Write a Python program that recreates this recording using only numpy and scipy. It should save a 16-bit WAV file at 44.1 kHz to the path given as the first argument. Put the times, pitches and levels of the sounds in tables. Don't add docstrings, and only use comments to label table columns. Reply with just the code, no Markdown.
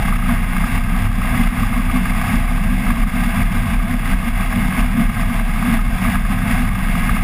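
import sys
import numpy as np
from scipy import signal
from scipy.fft import rfft, irfft, next_fast_len
from scipy.io import wavfile
from scipy.ndimage import uniform_filter1d

SR = 44100
rng = np.random.default_rng(int(sys.argv[2]) if len(sys.argv) > 2 else 0)


def digitize_waveform(pressure):
    field = np.atleast_2d(pressure).T
    bounded = np.clip(field, -1, 1)
    quanta = np.round(bounded * 32767).astype(np.int16)
    wavfile.write(sys.argv[1], SR, quanta)


def boost_factor(decibels):
    exponent = np.asarray(decibels, float) / 20
    return 10 ** exponent


N = 318843

# start_s [s], peak_db [dB], pitch_hz [Hz]
LOUD_KNOCKS = [(0.0521, -6, 1240), (0.084, -3.5, 1170), (0.1252, -4.5, 1210), (0.5663, -4, 1200),
               (0.6403, -6, 1260), (0.7518, -11, 1090), (1.055, -5.5, 1240), (1.6336, -1.5, 1205),
               (1.7282, -7, 1210), (1.766, -4.5, 1130), (1.899, -6, 1214), (1.9608, -4, 1150),
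               (2.056, -4.5, 1200), (2.215, -2.5, 1180), (2.3472, -8, 1200), (2.8669, -5, 1230),
               (2.904, -2, 1160), (4.4, -6.5, 1140), (4.5267, -6, 1140), (4.7245, -5.5, 1170),
               (4.794, -1.5, 1170), (5.3, -8, 1170), (5.6264, -6, 1200), (6.0505, -3.5, 1150),
               (6.0825, -8, 1180), (6.1555, 0, 1240), (6.318, -9, 1200), (6.9534, -4, 1210),
               (7.094, 1.5, 1190), (7.168, -1, 1220)]
# centre_s [s], depth_db [dB], length_s [s], following_swell_db [dB]
SWING_LULLS = [(0.049, 11, 0.025, -17.5), (.54, 3, 0.033, -18), (0.693, 10, .025, -17),
               (0.849, 5, 0.033, -18), (1.37, 10, 0.041, -15.5), (1.547, 20, 0.038, -17),
               (1.705, 6, .03, -18), (2.062, 17, 0.014, -18.5), (2.29, 20, 0.039, -16.5),
               (2.837, 9, 0.027, -16.5), (2.966, 17, 0.026, -13), (3.1, 12, 0.045, -18),
               (3.381, 6, .04, -15), (3.51, 10, 0.029, -18), (3.683, 23, 0.038, -15.5),
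               (3.874, 12, 0.032, -20), (4.101, -1, 0.045, -17.5), (4.23, 8, .03, -19),
               (4.59, 8, 0.043, -16), (4.726, 22, 0.037, -16.5), (4.98, 13, 0.045, -14),
               (5.14, 13, .05, -16), (5.321, 7, 0.047, -17), (5.683, 9, 0.064, -15.5),
               (5.904, 12, 0.022, -12.5), (5.994, 24, 0.038, -17), (6.115, 15, .025, -18.5),
               (6.46, 14, 0.034, -18), (6.794, 7, 0.049, -17), (7.01, 4, .07, -18)]


def rms_one(x):
    return x / np.sqrt(np.mean(x ** 2) + 1e-20)


def drift(rate_hz):
    r = np.exp(-80 * np.pi * rate_hz / SR)
    noise = rng.standard_normal(N // 40 + 2002)
    slow = signal.lfilter([1], [1, -2 * r, r * r], noise)[2000:]
    return np.interp(np.arange(N) / 40, np.arange(len(slow)), rms_one(slow))


def coloured(spectrum):
    size = next_fast_len(N)
    hz = np.arange(1, size // 2 + 2) * SR / size
    point_hz, point_db = np.transpose(spectrum)
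    shape = boost_factor(np.interp(np.log(hz), np.log(point_hz), point_db, left=-200, right=-200))
    return rms_one(irfft(rfft(rng.standard_normal(size)) * shape, size)[:N])


def singing(edges_hz, evenness):
    band = signal.butter(2, edges_hz, "band", fs=SR, output="sos")
    x = signal.sosfilt(band, rng.standard_normal(N + 9000))[9000:]
    flicker = np.sqrt(uniform_filter1d(rms_one(x) ** 2, int(0.028 * SR)) + 0.26)
    return rms_one(x / flicker ** evenness)


def tones(turns, orders, levels_db, waver_db, slip):
    wobble = [drift(3.0) for _ in range(5)]
    total = np.zeros(N)
    for k, (order, db) in enumerate(zip(orders, levels_db)):
        gain = boost_factor(db + 3.5 + waver_db * wobble[k % 5])
        phase = order * turns + rng.random() + slip * wobble[(k + 2) % 5]
        total += gain * np.sin(2 * np.pi * phase)
    return total


def ring(clicks, hz, t60):
    r, w = boost_factor(-60 / (t60 * SR)), 2 * np.pi * hz / SR
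    return signal.lfilter([0, np.sin(w)], [1, -2 * r * np.cos(w), r * r], clicks + 1e-18)


def bumps(s, rise_db, length_s):
    t = np.arange(0, N + 64, 64)[:, None] / SR
    rise = np.sum(rise_db * np.exp(-((t - s) / length_s) ** 2), axis=1)
    return np.interp(np.arange(N) / SR, t[:, 0], rise)


def shake():
    # centre_s [s], length_s [s], buzz_rise_db [dB], boom_rise_db [dB]
    gusts = [(0.07, 0.077, 2.5, 2), (0.31, 0.061, 5.5, 6.5), (0.61, 0.082, 3, 3), (0.758, 0.034, 6.5, 5),
             (0.99, 0.1, 2, 1), (1.258, .07, 4, 2.5), (1.39, 0.067, 5, 9.5), (1.63, 0.091, 3.5, 4),
             (1.765, .05, 2.5, 3.5), (1.958, 0.052, 4, 9), (2.156, 0.11, 4.5, 2), (2.319, 0.072, 6, 6.5),
             (2.96, 0.17, 3, 7), (3.217, 0.068, 4, 6), (3.406, 0.067, 5.5, 5), (3.56, 0.049, 4, 8.5),
             (3.74, 0.064, 3.5, 4.5), (3.924, 0.047, 2.5, 8), (4.102, .06, 5, 7), (4.27, 0.036, 3, 8),
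             (4.408, 0.067, 4, 1), (4.594, 0.073, 4, 8.5), (4.796, 0.067, 5.5, 8.5),
             (5.002, 0.037, 2.5, 11), (5.29, 0.26, 3, 5.5), (5.708, 0.095, 5, 10), (6.083, 0.086, 5, 6.5),
             (6.321, 0.02, 6, 8.5), (6.51, 0.087, 6, 7.5), (7.035, 0.28, 3, 4)]
    # centre_s [s], rise_db [dB]
    hums = [(0.0, 8), (.2, 9), (.4, 7), (.765, 13), (1.06, 21.5), (1.38, 20), (1.6, 13), (2.13, 3),
            (2.32, 20), (2.89, 12), (3.07, 1), (3.4, 15.5), (3.57, 13), (3.74, 12.5), (3.98, 6), (4.35, 11),
            (4.67, 4), (4.845, 6), (5.1, 9), (5.27, 9), (5.44, -5), (5.72, 14), (5.85, 11), (6.12, 16),
            (6.37, 14), (6.55, 8), (6.75, 20), (7.05, 12.5), (7.22, 18.5)]
    s, length_s, buzz_rise_db, boom_rise_db = np.transpose(gusts)
    hum_s, hum_rise_db = np.transpose(hums)
    buzz_db = -32 + bumps(s, buzz_rise_db, length_s)
    boom_db = -27 + bumps(s, boom_rise_db, length_s)
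    hum_db = -36 + bumps(hum_s, hum_rise_db, 0.074)
    return buzz_db, boom_db, hum_db


def wind_buffet(hum_db):
    # freq_hz [Hz], density_db [dB per Hz]
    buffet_spectrum = [(20, -34), (30, -14), (46, -3), (58, -3), (68, -9), (82, -11), (99, -8), (112, -9),
                       (128, -11), (150, -13), (200, -40), (330, -120)]
    return boost_factor(-26.5 + 0.25 * (hum_db + 36.5)) * coloured(buffet_spectrum)


def strut_hum(hum_db):
    return boost_factor(-28 + 0.63 * (hum_db + 27.5)) * singing((94, 104), evenness=0.59)


def case_boom(boom_db):
    # freq_hz [Hz], density_db [dB per Hz]
    boom_spectrum = [(74, -27), (125, -14.5), (156, -8), (186, -5), (228, -6.5), (250, -3), (272, -45),
                     (300, -29), (325, -25), (385, -42), (520, -29), (620, -35), (810, -39), (1360, -120)]
    boom = boost_factor(-23 + 0.42 * (boom_db + 24.5)) * coloured(boom_spectrum)
    mode = boost_factor(-28 + 1.6 * (boom_db + 22)) * singing((226, 254), evenness=.5)
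    return boom + mode


def airframe_noise(cycles):
    # freq_hz [Hz], density_db [dB per Hz]
    buzz_spectrum = [(350, -10), (600, -18), (648, -1), (674, 3), (849, -2), (917, -5.5), (1070, -1),
                     (1220, -0.5), (1270, 1.5), (1340, -11), (1400, -10), (1610, 2), (1770, -8),
                     (1900, -3.5), (2470, -38), (4180, -120)]
    # freq_hz [Hz], density_db [dB per Hz]
    whine_spectrum = [(1060, -24.5), (1800, -13.5), (2070, -5.5), (2180, -4.5), (2400, -12), (2640, -9),
                      (2800, -12), (3040, -27), (3100, -39), (4030, -27.5), (6820, -120)]
    # freq_hz [Hz], density_db [dB per Hz]
    hiss_spectrum = [(2500, -45), (3000, -11), (3470, -3), (3720, -11.5), (3870, -11.5), (4150, -21),
                     (4430, -17), (4600, -10.5), (4750, -14), (4900, -9), (5120, -14.5), (5280, -12),
                     (5480, -16), (5820, -16.5), (6300, -32)]
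    firing = 1 + .12 * np.cos(4 * np.pi * cycles) + .1 * np.cos(8 * np.pi * cycles)
    buzz = boost_factor(-28.5 + 0.37 * drift(21)) * coloured(buzz_spectrum)
    whine = boost_factor(-30.5 + 0.48 * drift(25)) * coloured(whine_spectrum) * firing ** 0.19
    hiss = boost_factor(-40 + .5 * drift(30)) * coloured(hiss_spectrum) * firing
    flutter = boost_factor(1.1 * drift(40))
    return flutter * (buzz + whine + hiss)


def knock_jolt():
    knock_s, knock_db, _ = np.transpose(LOUD_KNOCKS)
    return boost_factor(bumps(knock_s, 1 + .2 * knock_db, 0.036))


def propeller(cycles):
    blade_orders = [1, 2, 5, 9, 11, 17, 18, 20, 24, 29, 34, 36]
    blade_levels = [-41, -31, -60, -54, -56, -47, -50, -50, -50, -56, -64, -62]
    shaft = 2 / 2.325
    return boost_factor(2.0) * tones(3 * shaft * cycles, blade_orders, blade_levels, waver_db=1.0, slip=0.028)


def engine_cycles():
    # time_s [s], rate_hz [cycles per s]
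    engine_speed = [
        (0.0, 35.532),
        (0.8, 35.94),
        (1.3, 36.19),
        (1.9, 36.32),
        (2.8, 36.345),
        (4.4, 36.32),
        (5.2, 36.395),
        (6.0, 36.292),
        (7.25, 36.145),
    ]
    s, rate_hz = np.transpose(engine_speed)
    return np.cumsum(np.interp(np.arange(N) / SR, s, rate_hz)) / SR


def engine(cycles):
    engine_orders = [.575, 2, 12, 29.5, 41, 46, 47, 49, 51, 53, 57, 58, 59, 61, 63, 65, 67, 71, 78, 79, 80,
                     81, 86, 88, 90, 92, 99]
    engine_levels = [-36, -38, -62, -49, -50, -48, -55, -58, -55, -50, -50, -52, -42, -48, -53, -52, -57,
                     -55, -60, -58, -52, -63, -64, -61, -62, -64, -64]
    return boost_factor(2.05) * tones(cycles, engine_orders, engine_levels, waver_db=2.0, slip=0.11)


def swing_angle(cycles):
    mount = .838
    lulls = np.zeros(N)
    lulls[(np.array(SWING_LULLS)[:, 0] * SR).astype(int)] = np.pi
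    lost = uniform_filter1d(np.cumsum(lulls), int(.02 * SR))
    return np.pi * (1 + mount) * cycles - lost + 2 * np.pi * .1 * drift(3.0)


def swing_level():
    sag_db, sag_s, edge_s = 5.0, 0.058, .03
    s, depth_db, length_s, swell_db = np.transpose(SWING_LULLS)
    t = np.arange(N) / SR
    last = np.maximum(np.searchsorted(s, t) - 1, 0)
    swell = swell_db[last] + 8 - sag_db * (1 - np.exp(-np.abs(t - s[last]) / sag_s))
    return uniform_filter1d(swell, int(edge_s * SR)) - bumps(s, depth_db, length_s)


def taps(buzz_db):
    swing_s = .0329
    loud_s = np.append(np.array(LOUD_KNOCKS)[:, 0], N / SR)
    gaps = []
    for a, b in zip(loud_s, loud_s[1:]):
        swings = max(round((b - a) / swing_s), 1)
        gaps.append(np.linspace(a, b, swings + 1)[1:-1])
    s = np.concatenate(gaps)
    chance = rng.standard_normal((len(s), 3))
    gust_db = buzz_db[(s * SR).astype(int)] + 28.0
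    db = -14.5 + 0.83 * gust_db + 7.5 * np.minimum(chance[:, 0], 1)
    pitch_hz = 1200 + 41 * chance[:, 1]
    return np.c_[s + .002 * chance[:, 2], db, pitch_hz]


def loose_part(angle, buzz_db):
    crest = (.5 + .5 * np.cos(angle)) ** 5
    touches = (rng.random(N) < 700 * crest / SR) * rng.standard_normal(N)
    out = boost_factor(-35) * (ring(touches, 1235, .04) - .7 * ring(touches, 1090, .03))
    knocks = np.r_[LOUD_KNOCKS, taps(buzz_db)]
    strengths = rng.standard_normal((len(knocks), 6))
    first = np.eye(1, 3000, 20)[0]
    for (s, db, hz), parts in zip(knocks, strengths):
        at = max(round((s - .0012) * SR), 0)
        burst = np.zeros(3000)
        contacts = np.round(np.arange(4) * SR / hz).astype(int)
        burst[contacts] = 1 + .25 * parts[:4]
        beside = parts[4] * ring(first, 1653, 0.039) + parts[5] * ring(first, 2280, 0.016)
        knock = boost_factor(db - 20.0) * (ring(burst, hz, 0.021) + beside)
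        out[at:at + 3000] += knock[:N - at]
    return out


def gain_steps(recovery_s):
    # start_s [s], depth_db [dB]
    duck_steps = [(0.171, 4), (0.785, 4), (1.076, 5), (1.48, 3), (1.641, 3), (2.11, 3.5), (2.93, 4.5),
                  (3.042, 5), (3.284, 1), (3.436, 5), (3.748, 5.5), (3.947, 2.5), (4.148, 3.5), (4.293, 3),
                  (4.658, 1), (4.817, 3), (5.069, 5), (5.248, 3), (5.417, 5.5), (5.782, 4.5), (6.176, 4),
                  (6.693, 3.5), (7.191, 2)]
    t = np.arange(N) / SR
    return sum(db * np.exp(-np.clip(t - s, 0, None) / recovery_s) * (t >= s) for s, db in duck_steps)


def scene():
    cycles = engine_cycles()
    buzz_db, boom_db, hum_db = shake()
    wind = wind_buffet(hum_db) + strut_hum(hum_db) + case_boom(boom_db)
    load = boost_factor(buzz_db + 28.5)
    steady = load * (knock_jolt() * airframe_noise(cycles) + engine(cycles) + propeller(cycles))
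    duck = boost_factor(-uniform_filter1d(gain_steps(0.089), 130))
    angle = swing_angle(cycles)
    swing = boost_factor(swing_level()) * np.cos(angle)
    mono = swing + duck * (wind + steady) + loose_part(angle, buzz_db)
    return np.array([mono, mono])


def channel_difference():
    # freq_hz [Hz], density_db [dB per Hz]
    apart_spectrum = [(12, -34), (20, 12), (129, -6), (555, -3), (1110, -22), (4510, -25), (5980, -34),
                      (7340, -27), (9000, -27), (11700, -68), (19800, -120)]
    return boost_factor(-58 + 4.0 * gain_steps(.02)) * coloured(apart_spectrum) * [[1], [-1]]


def top_cut(x):
    return signal.sosfilt(signal.butter(12, 15680, fs=SR, output="sos"), x)


def record(dry):
    low_cut = signal.butter(4, 14.8, "high", fs=SR, output="sos")
    cut = signal.sosfilt(low_cut, dry)
    limited = 1.4 * np.tanh(cut / 1.4)
    slow = signal.resample_poly(limited, 40, 147, axis=1)
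    held = signal.resample_poly(np.repeat(slow, 4, axis=1), 147, 160, axis=1)[:, :N]
    held = np.pad(held, ((0, 0), (0, N - held.shape[1])))
    stereo = held + channel_difference()
    size = 2 ** 19
    below_top = np.arange(size // 2 + 1) * SR / size < 15290
    mix = irfft(rfft(stereo, size) * below_top, size)[:, :N]
    return top_cut(mix)


dry = scene()
out = record(dry)
digitize_waveform(out)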